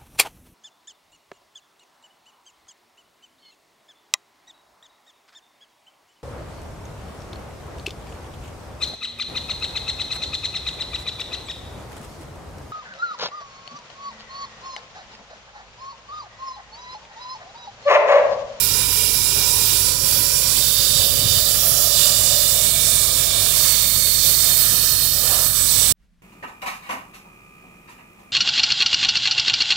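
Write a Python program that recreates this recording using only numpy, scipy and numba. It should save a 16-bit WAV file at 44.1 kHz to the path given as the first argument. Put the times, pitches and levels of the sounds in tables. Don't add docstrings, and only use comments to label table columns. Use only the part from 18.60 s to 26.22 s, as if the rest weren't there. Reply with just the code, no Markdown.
import sys
import numpy as np
from scipy import signal
from scipy.fft import rfft, irfft, next_fast_len
from scipy.io import wavfile
from scipy.ndimage import uniform_filter1d
from numba import njit

SR = 44100
rng = np.random.default_rng(int(sys.argv[2]) if len(sys.argv) > 2 else 0)


def field_ratio(decibels):
    return 10 ** (np.asarray(decibels, dtype=float) / 20)


def transcribe(signal):
    frames = np.atleast_2d(signal).T
    limited = np.clip(frames, -1, 1)
    pcm = np.round(limited * 32767).astype(np.int16)
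    wavfile.write(sys.argv[1], SR, pcm)


N = 336042
FAST = next_fast_len(N + 8192)
LINE_HZ = np.fft.rfftfreq(FAST, 1 / SR)


def curve(table):
    s, *columns = np.transpose(table)
    return [np.interp(np.arange(N) / SR, s, column) for column in columns]


def bumps(table):
    s, length, *columns = np.transpose(table)
    bell = np.exp(-((np.arange(N)[:, None] / SR - s) * 2 / length) ** 2)
    return [bell @ column for column in columns]


def over_hz(table):
    hz, value = np.transpose(table)
    return np.interp(np.log(LINE_HZ + 1), np.log(hz + 1), value)


def shape(x, gain):
    return irfft(rfft(x, FAST) * gain, FAST)[..., :N]


def unit(x):
    return x / np.sqrt(np.mean(x ** 2))


def walk(rate, size=N):
    hold = int(SR / rate)
    held = np.repeat(rng.standard_normal(size // hold + 2), hold)
    return 1.3 * uniform_filter1d(uniform_filter1d(held, hold), hold)[:size]


def later(x, ms):
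    place = np.arange(N) - ms * SR / 1000
    whole = np.floor(place).astype(int)
    out = np.zeros(N)
    for k in range(-3, 5):
        offset = place - whole - k
        out += x[np.clip(whole + k, 0, N - 1)] * np.sinc(offset) * np.cos(offset / 3)
    return out


@njit
def resonate(x, hz, width):
    y, band, low = np.empty(len(x)), 0., 0.
    for i in range(len(x)):
        g, damping = np.tan(np.pi * hz[i] / SR), width / hz[i]
        v = (band + g * (x[i] - low)) / (1 + g * (g + damping))
        band, low, y[i] = 2 * v - band, low + 2 * g * v, damping * v
    return y


# pitch_hz, density_db (per Hz)
JET_COLOUR = [(120, -43.5), (200, -13.5), (375, -16), (600, -16), (900, -19.5), (1300, -13.5),
              (2100, -17.5), (2850, -11), (3600, -5), (5650, -4), (6300, -5), (7460, -2), (11600, -4),
              (13700, -3), (16500, -2.5)]
# start_s, flow_db, aim (0 = past the legs into open air, 1 = down into the frame)
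NOZZLE = [(0, -23, 0.19), (.5, -24, 1), (1.05, -22.5, 0.31), (1.5, -21.5, 0.3), (1.75, -23, 0.23),
          (2.1, -21, 0.22), (2.5, -23, 0.65), (2.8, -21.5, 0.72), (3.07, -21, 0.11), (3.45, -21, 0.4),
          (3.85, -21.5, 0.55), (4.55, -22, 0.95), (5.1, -20.5, .7), (5.55, -23, 0.19), (6, -20, 0),
          (6.5, -22, 0), (6.9, -22, 0), (7.3, -20.5, 1)]
AIM_DB = [1, 1, 2.1, -3.5]
# centre_s, length_s, hiss_db, roar_db
SPUTTERS = [
    (.63, .1, -1, 0),
    (1.39, .12, -5, 4),
    (1.73, .06, -1, 3),
    (2.84, .06, -2.5, 1),
    (3.49, .08, -0.5, 7),
    (4.7, .1, -2, 2.5),
    (5.68, .08, 3, 1),
    (6.28, .08, -0.5, 2.5),
    (6.72, 0.23, 0.7, 10),
    (6.92, .06, -4, 1),
]


def jet():
    flow_db, aim = curve(NOZZLE)
    dip_db, puff_db = bumps(SPUTTERS)
    aim_moves_db = np.outer(AIM_DB, aim - .5)
    grit = rng.standard_normal(N) * field_ratio(1.3 * rng.exponential(size=N))
    spectrum = rfft(grit, FAST) * field_ratio(over_hz(JET_COLOUR))
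    octave = np.log2(LINE_HZ + 1)
    region_octaves = np.log2([700, 3600, 7000, 12500])
    puff_hz, puff_octaves = 790, .8
    hiss, flicker = 0, walk(8)
    for centre in np.arange(7.5, 14.1, .5):
        band = irfft(spectrum * np.clip(1 - 2 * abs(octave - centre), 0, 1), FAST)[:N]
        weights = [np.interp(centre, region_octaves, row) for row in np.eye(4)]
        flicker = 0.5 * flicker + 0.8 * walk(8)
        puff = puff_db * np.exp(-((centre - np.log2(puff_hz)) / puff_octaves) ** 2)
        hiss = hiss + band * field_ratio(np.dot(weights, aim_moves_db) + puff + .9 * flicker + 1.3 * walk(16))
    surge_db = -0.08 * walk(9) + 0.5 * walk(25)
    return unit(hiss + steel(hiss)) * field_ratio(flow_db + dip_db + 10.0 + surge_db)


# pitch_hz, width_hz, level_db (over the hiss)
LEG = [(418, 60, 2), (970, 110, 5), (2380, 100, 8.5), (2810, 90, 2.5), (3810, 74, 3.5), (5024, 110, 6.5),
       (5640, 220, 4), (7310, 140, 4.5), (9220, 260, 4), (10140, 140, 8), (10290, 130, 2),
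       (12450, 160, 4.5)]
SHIN = [(544, 63, 4), (1020, 110, 2.2), (2410, 100, 4.2), (4710, 230, 4.7), (5570, 200, 5.9),
        (7230, 170, 3.1), (9100, 140, 3.5), (10030, 130, 5.3), (10320, 130, 5.5)]
BRACE = [(652, 90, 1.7), (2295, 150, 3.5), (3646, 220, 5), (4310, 110, 3), (5570, 94, 1.3), (7300, 130, 4),
         (8000, 150, 3), (9170, 560, 4.5), (10800, 130, 3)]
RIM = [(2230, 230, 3.4), (4360, 170, 1.5), (3620, 200, 1.2), (5900, 200, 2.5), (7860, 330, 5),
       (8550, 200, 3), (9220, 250, 5)]
FOOT = [(570, 82, 4), (3060, 110, 4.9), (3726, 130, 7.5), (4670, 330, 4.9), (5550, 98, 3), (7170, 170, 2),
        (7720, 120, 2.5), (10060, 200, 4.5), (10440, 140, 3), (13840, 150, 3.4)]
CORNER = [(620, 140, 5.5), (3110, 95, 4), (4850, 200, 3.1), (5660, 130, 11.2), (6690, 120, 3.5),
          (10380, 140, 4), (11100, 150, 4), (13700, 200, 3)]
RAIL = [(612, 95, 4.8), (2980, 100, 4.3), (3710, 180, 6.9), (4260, 100, 4), (4780, 150, 5.9),
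        (5670, 170, 1.9), (7300, 190, 4.4), (10730, 130, 4)]
SHEET = [(2170, 150, 5), (3640, 120, 3.7), (4380, 140, 6.3), (6030, 86, 2.5), (7530, 180, 4),
         (8620, 140, 4.3), (11270, 110, 1.2), (13470, 200, 3)]
EDGE = [(1750, 120, 2.5), (4320, 88, 4.7), (4930, 100, 1.5), (5620, 96, 2), (8300, 220, 1),
        (8740, 110, 3.5), (12140, 180, 2), (13400, 200, 2)]
# part (its modes), start_s, end_s
SWEEP = [
    (LEG, 0, 1.17),
    (SHIN, 1.21, 1.98),
    (FOOT, 2.06, 2.88),
    (CORNER, 3, 3.26),
    (RAIL, 3.31, 3.98),
    (BRACE, 4, 4.92),
    (SHEET, 5, 5.98),
    (EDGE, 5.89, 7.05),
    (RIM, 6.92, 7.6),
]


def steel(hiss):
    cross_s, slide = .3, .004
    core_share, core_narrow = 0.76, 7.4
    out = np.zeros(N)
    for modes, start, end in SWEEP:
        first = max(int((start - cross_s / 2) * SR), 0)
        span = slice(first, int((end + cross_s / 2) * SR))
        t = np.arange(N)[span] / SR
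        landing = np.clip(np.minimum(t - start if start else 1, end - t) / cross_s + .5, 0, 1)
        for hz, width, db in modes:
            centre = hz * (1 + slide * walk(2.5, len(t)))
            core = centre + 0.32 * width * rng.standard_normal()
            ring = resonate(hiss[span], centre, 1. * width)
            ring = ring + core_share * resonate(hiss[span], core, width / core_narrow)
            wander_db = .6 * walk(3, len(t)) + .9 * walk(8, len(t))
            out[span] += landing * (field_ratio(db + 3) - 1) * field_ratio(wander_db) * ring
    return out


# start_s, lag_ms, share
GROUND = [(0, 2.12, .5), (1.5, 2.09, .43), (1.9, 1.95, .35), (2.3, 1.79, .5), (2.9, 1.65, .65),
          (3.3, 1.69, .65), (4.9, 1.73, .6), (6.6, 1.6, .36), (7.0, 1.69, .4), (7.3, 1.71, .55)]
# start_s, lag_ms, share (negative = inverted)
TOP = [(2.75, 1.48, 0), (3.06, 1.466, .5), (3.3, 1.466, .45), (3.62, 1.45, .12), (3.8, 1.426, .42),
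       (3.95, 1.426, .35), (4.02, 1.43, 0), (4.9, 1.458, 0), (5.1, 1.45, -.38), (5.42, 1.454, -.4),
       (5.7, 1.45, -.3), (5.95, 1.466, -.55), (6.4, 1.468, -.62), (6.75, 1.48, -.5), (7, 1.455, -.35),
       (7.15, 1.45, 0)]


def echoes(x):
    ground_hz, top_from_hz = 2000, 3000
    lag, share = curve(GROUND)
    dull = shape(x, 1 / (1 + (LINE_HZ / ground_hz) ** 2))
    top_lag, top_share = curve(TOP)
    bright = shape(x, 1 - 1 / (1 + (LINE_HZ / top_from_hz) ** 4))
    with_top = (x + top_share * later(bright, top_lag)) / np.sqrt(1 + top_share ** 2)
    return with_top + share * later(dull, lag)


# pitch_hz, level_db (left minus right)
LEFT_LOSS = [(60, -4.5), (110, 2), (200, -4.5), (380, -0.5), (700, -1.5), (1290, -5.5), (2380, -10.5),
             (4400, -18.5), (8120, -30.5), (15000, -22)]
LEFT_ALIKE = [(60, .95), (700, .82), (1400, .76), (3000, .86), (6000, .84), (15000, .76)]
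# pitch_hz, phase_rad
LEFT_PHASE = [(0, 0), (340, -1.28), (600, -0.89), (2410, -1.2), (3100, -1.5), (4220, -0.68), (4740, -0.8),
              (5000, -0.1), (5770, -0.2), (10700, 1.6), (11500, 2.0), (12500, -0.4), (14600, 0.4),
              (16600, -0.2)]
# pitch_hz, dip_db
LEFT_DIPS = [(3370, 4), (4100, 2), (4650, 3), (6200, 7), (6930, 5), (7600, 3), (8200, 5), (8870, 2),
             (9740, 6), (10750, 4), (11630, 4), (12950, 2), (13900, 2), (14700, 2)]


def shadowed(x):
    alike = over_hz(LEFT_ALIKE)
    dips_db = sum(db * np.exp(-((LINE_HZ - hz) / 170) ** 2) for hz, db in LEFT_DIPS)
    loss = field_ratio(over_hz(LEFT_LOSS) - 2.2 - dips_db)
    direct = shape(x, loss * alike * np.exp(1j * over_hz(LEFT_PHASE)))
    late_ms = 60 + 4 * walk(1.5)
    late = later(shape(x, loss * np.sqrt(1 - alike ** 2)), late_ms)
    return np.array([direct + late, x])


# pitch_hz, level_db
PUMP = [(60, -16.5), (73, -7.5), (82, -1), (100, -0.5), (119, -7), (135, -12.5), (165, -15.5), (260, -31)]
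# pitch_hz, level_db (rms), pan_db (left minus right)
HUM = [
    (49.8, -39.5, -0.5),
    (139.9, -45, 1),
    (149.1, -51.5, -3),
    (257, -58, 4.5),
]


def compressor():
    t = np.arange(N) / SR
    stroke_hz, pump_db = 9.13, -38.5
    strokes = np.cumsum(stroke_hz * (1 + .004 * walk(2))) / SR
    kicks = np.diff(np.floor(strokes), prepend=0) * field_ratio(1.0 * walk(10))
    phase = -2 * np.pi * np.sin(over_hz(PUMP) / 6)
    pump = unit(shape(kicks, field_ratio(over_hz(PUMP)) * np.exp(1j * phase)))
    out = field_ratio(pump_db) * pump * field_ratio(np.array([[.6], [-.6]]))
    for hz, db, pan_db in HUM:
        sway_db = np.array([pan_db / 2 + .5 * walk(2.2), -pan_db / 2 + 1.0 * walk(3.7)])
        cycles = hz * t + rng.random() + .02 * walk(2.2)
        out = out + np.sqrt(2) * field_ratio(db + sway_db) * np.sin(2 * np.pi * cycles)
    return out


# centre_s, peak_db, pitch_hz
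THUMPS = [(2.2, -20, 101), (2.315, -29, 105), (2.362, -20, 125), (2.4, -22, 100), (2.51, -26, 80),
          (2.593, -19, 148.4), (2.659, -14.5, 115), (2.712, -15.5, 95), (2.775, -18, 100),
          (2.825, -26, 101), (2.985, -25, 90), (3.121, -20, 109)]


def thumps():
    t = np.arange(N) / SR
    out = np.zeros(N)
    for s, db, hz in THUMPS:
        near = slice(int((s - .04) * SR), int((s + .04) * SR))
        cycles = (t[near] - s) * hz
        out[near] += field_ratio(db) * np.exp(-(cycles / .65) ** 2) * np.cos(2 * np.pi * cycles)
    return np.array([out, .3 * out])


def breeze(level_db, colour, side, lumpy_db):
    def layer():
        lumpy = rng.standard_normal(N) * field_ratio(lumpy_db * walk(40))
        return unit(shape(lumpy, field_ratio(over_hz(colour))))
    mid, diff = layer(), layer()
    return field_ratio(level_db) * np.array([mid + side * diff, mid - side * diff])


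# pitch_hz, level_db
WIND_COLOUR = [(15, -50.5), (38, -28), (60, -5), (95, 0), (130, -4.5), (200, -11), (320, -13), (600, -28.5)]
# centre_s, length_s, level_db
GUSTS = [
    (1.24, .4, 1.5),
    (2.6, .45, 5.5),
    (3.85, .3, -4.5),
    (5.2, .3, -3),
    (5.8, .3, -4),
]


def yard_wind():
    level_db = -37.5 + bumps(GUSTS)[0]
    return field_ratio(-1.5) * breeze(level_db, WIND_COLOUR, side=0.72, lumpy_db=2.5) + thumps()


# start_s, level_db
WOOD = [
    (7.34, -62),
    (7.4, -47),
    (7.445, -44),
    (7.48, -48.5),
    (7.62, -48),
]
# pitch_hz, density_db (per Hz)
WOOD_COLOUR = [(12, -30), (20, 2), (44, -1.5), (114, -19), (179, -4), (323, -28), (729, -31), (816, -33),
               (1790, -30), (9410, -43), (16500, -53)]


def wood():
    return field_ratio(-13.5) * breeze(curve(WOOD)[0], WOOD_COLOUR, side=0.36, lumpy_db=1.5)


def scene():
    cut_s = 7.3235
    t = np.arange(N) / SR
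    yard = shadowed(echoes(jet())) + compressor() + yard_wind()
    return np.where(t < cut_s, yard, wood())


def band_limit(x):
    return signal.sosfilt(signal.butter(12, 15880, fs=SR, output="sos"), x)


def record(dry):
    top_hz = 15820
    wall = np.clip((top_hz - LINE_HZ) / 60, 0, 1)
    rounded = .85 * np.tanh(1.29 * dry)
    return band_limit(shape(rounded, wall))


dry = scene()
out = record(dry)
transcribe(out)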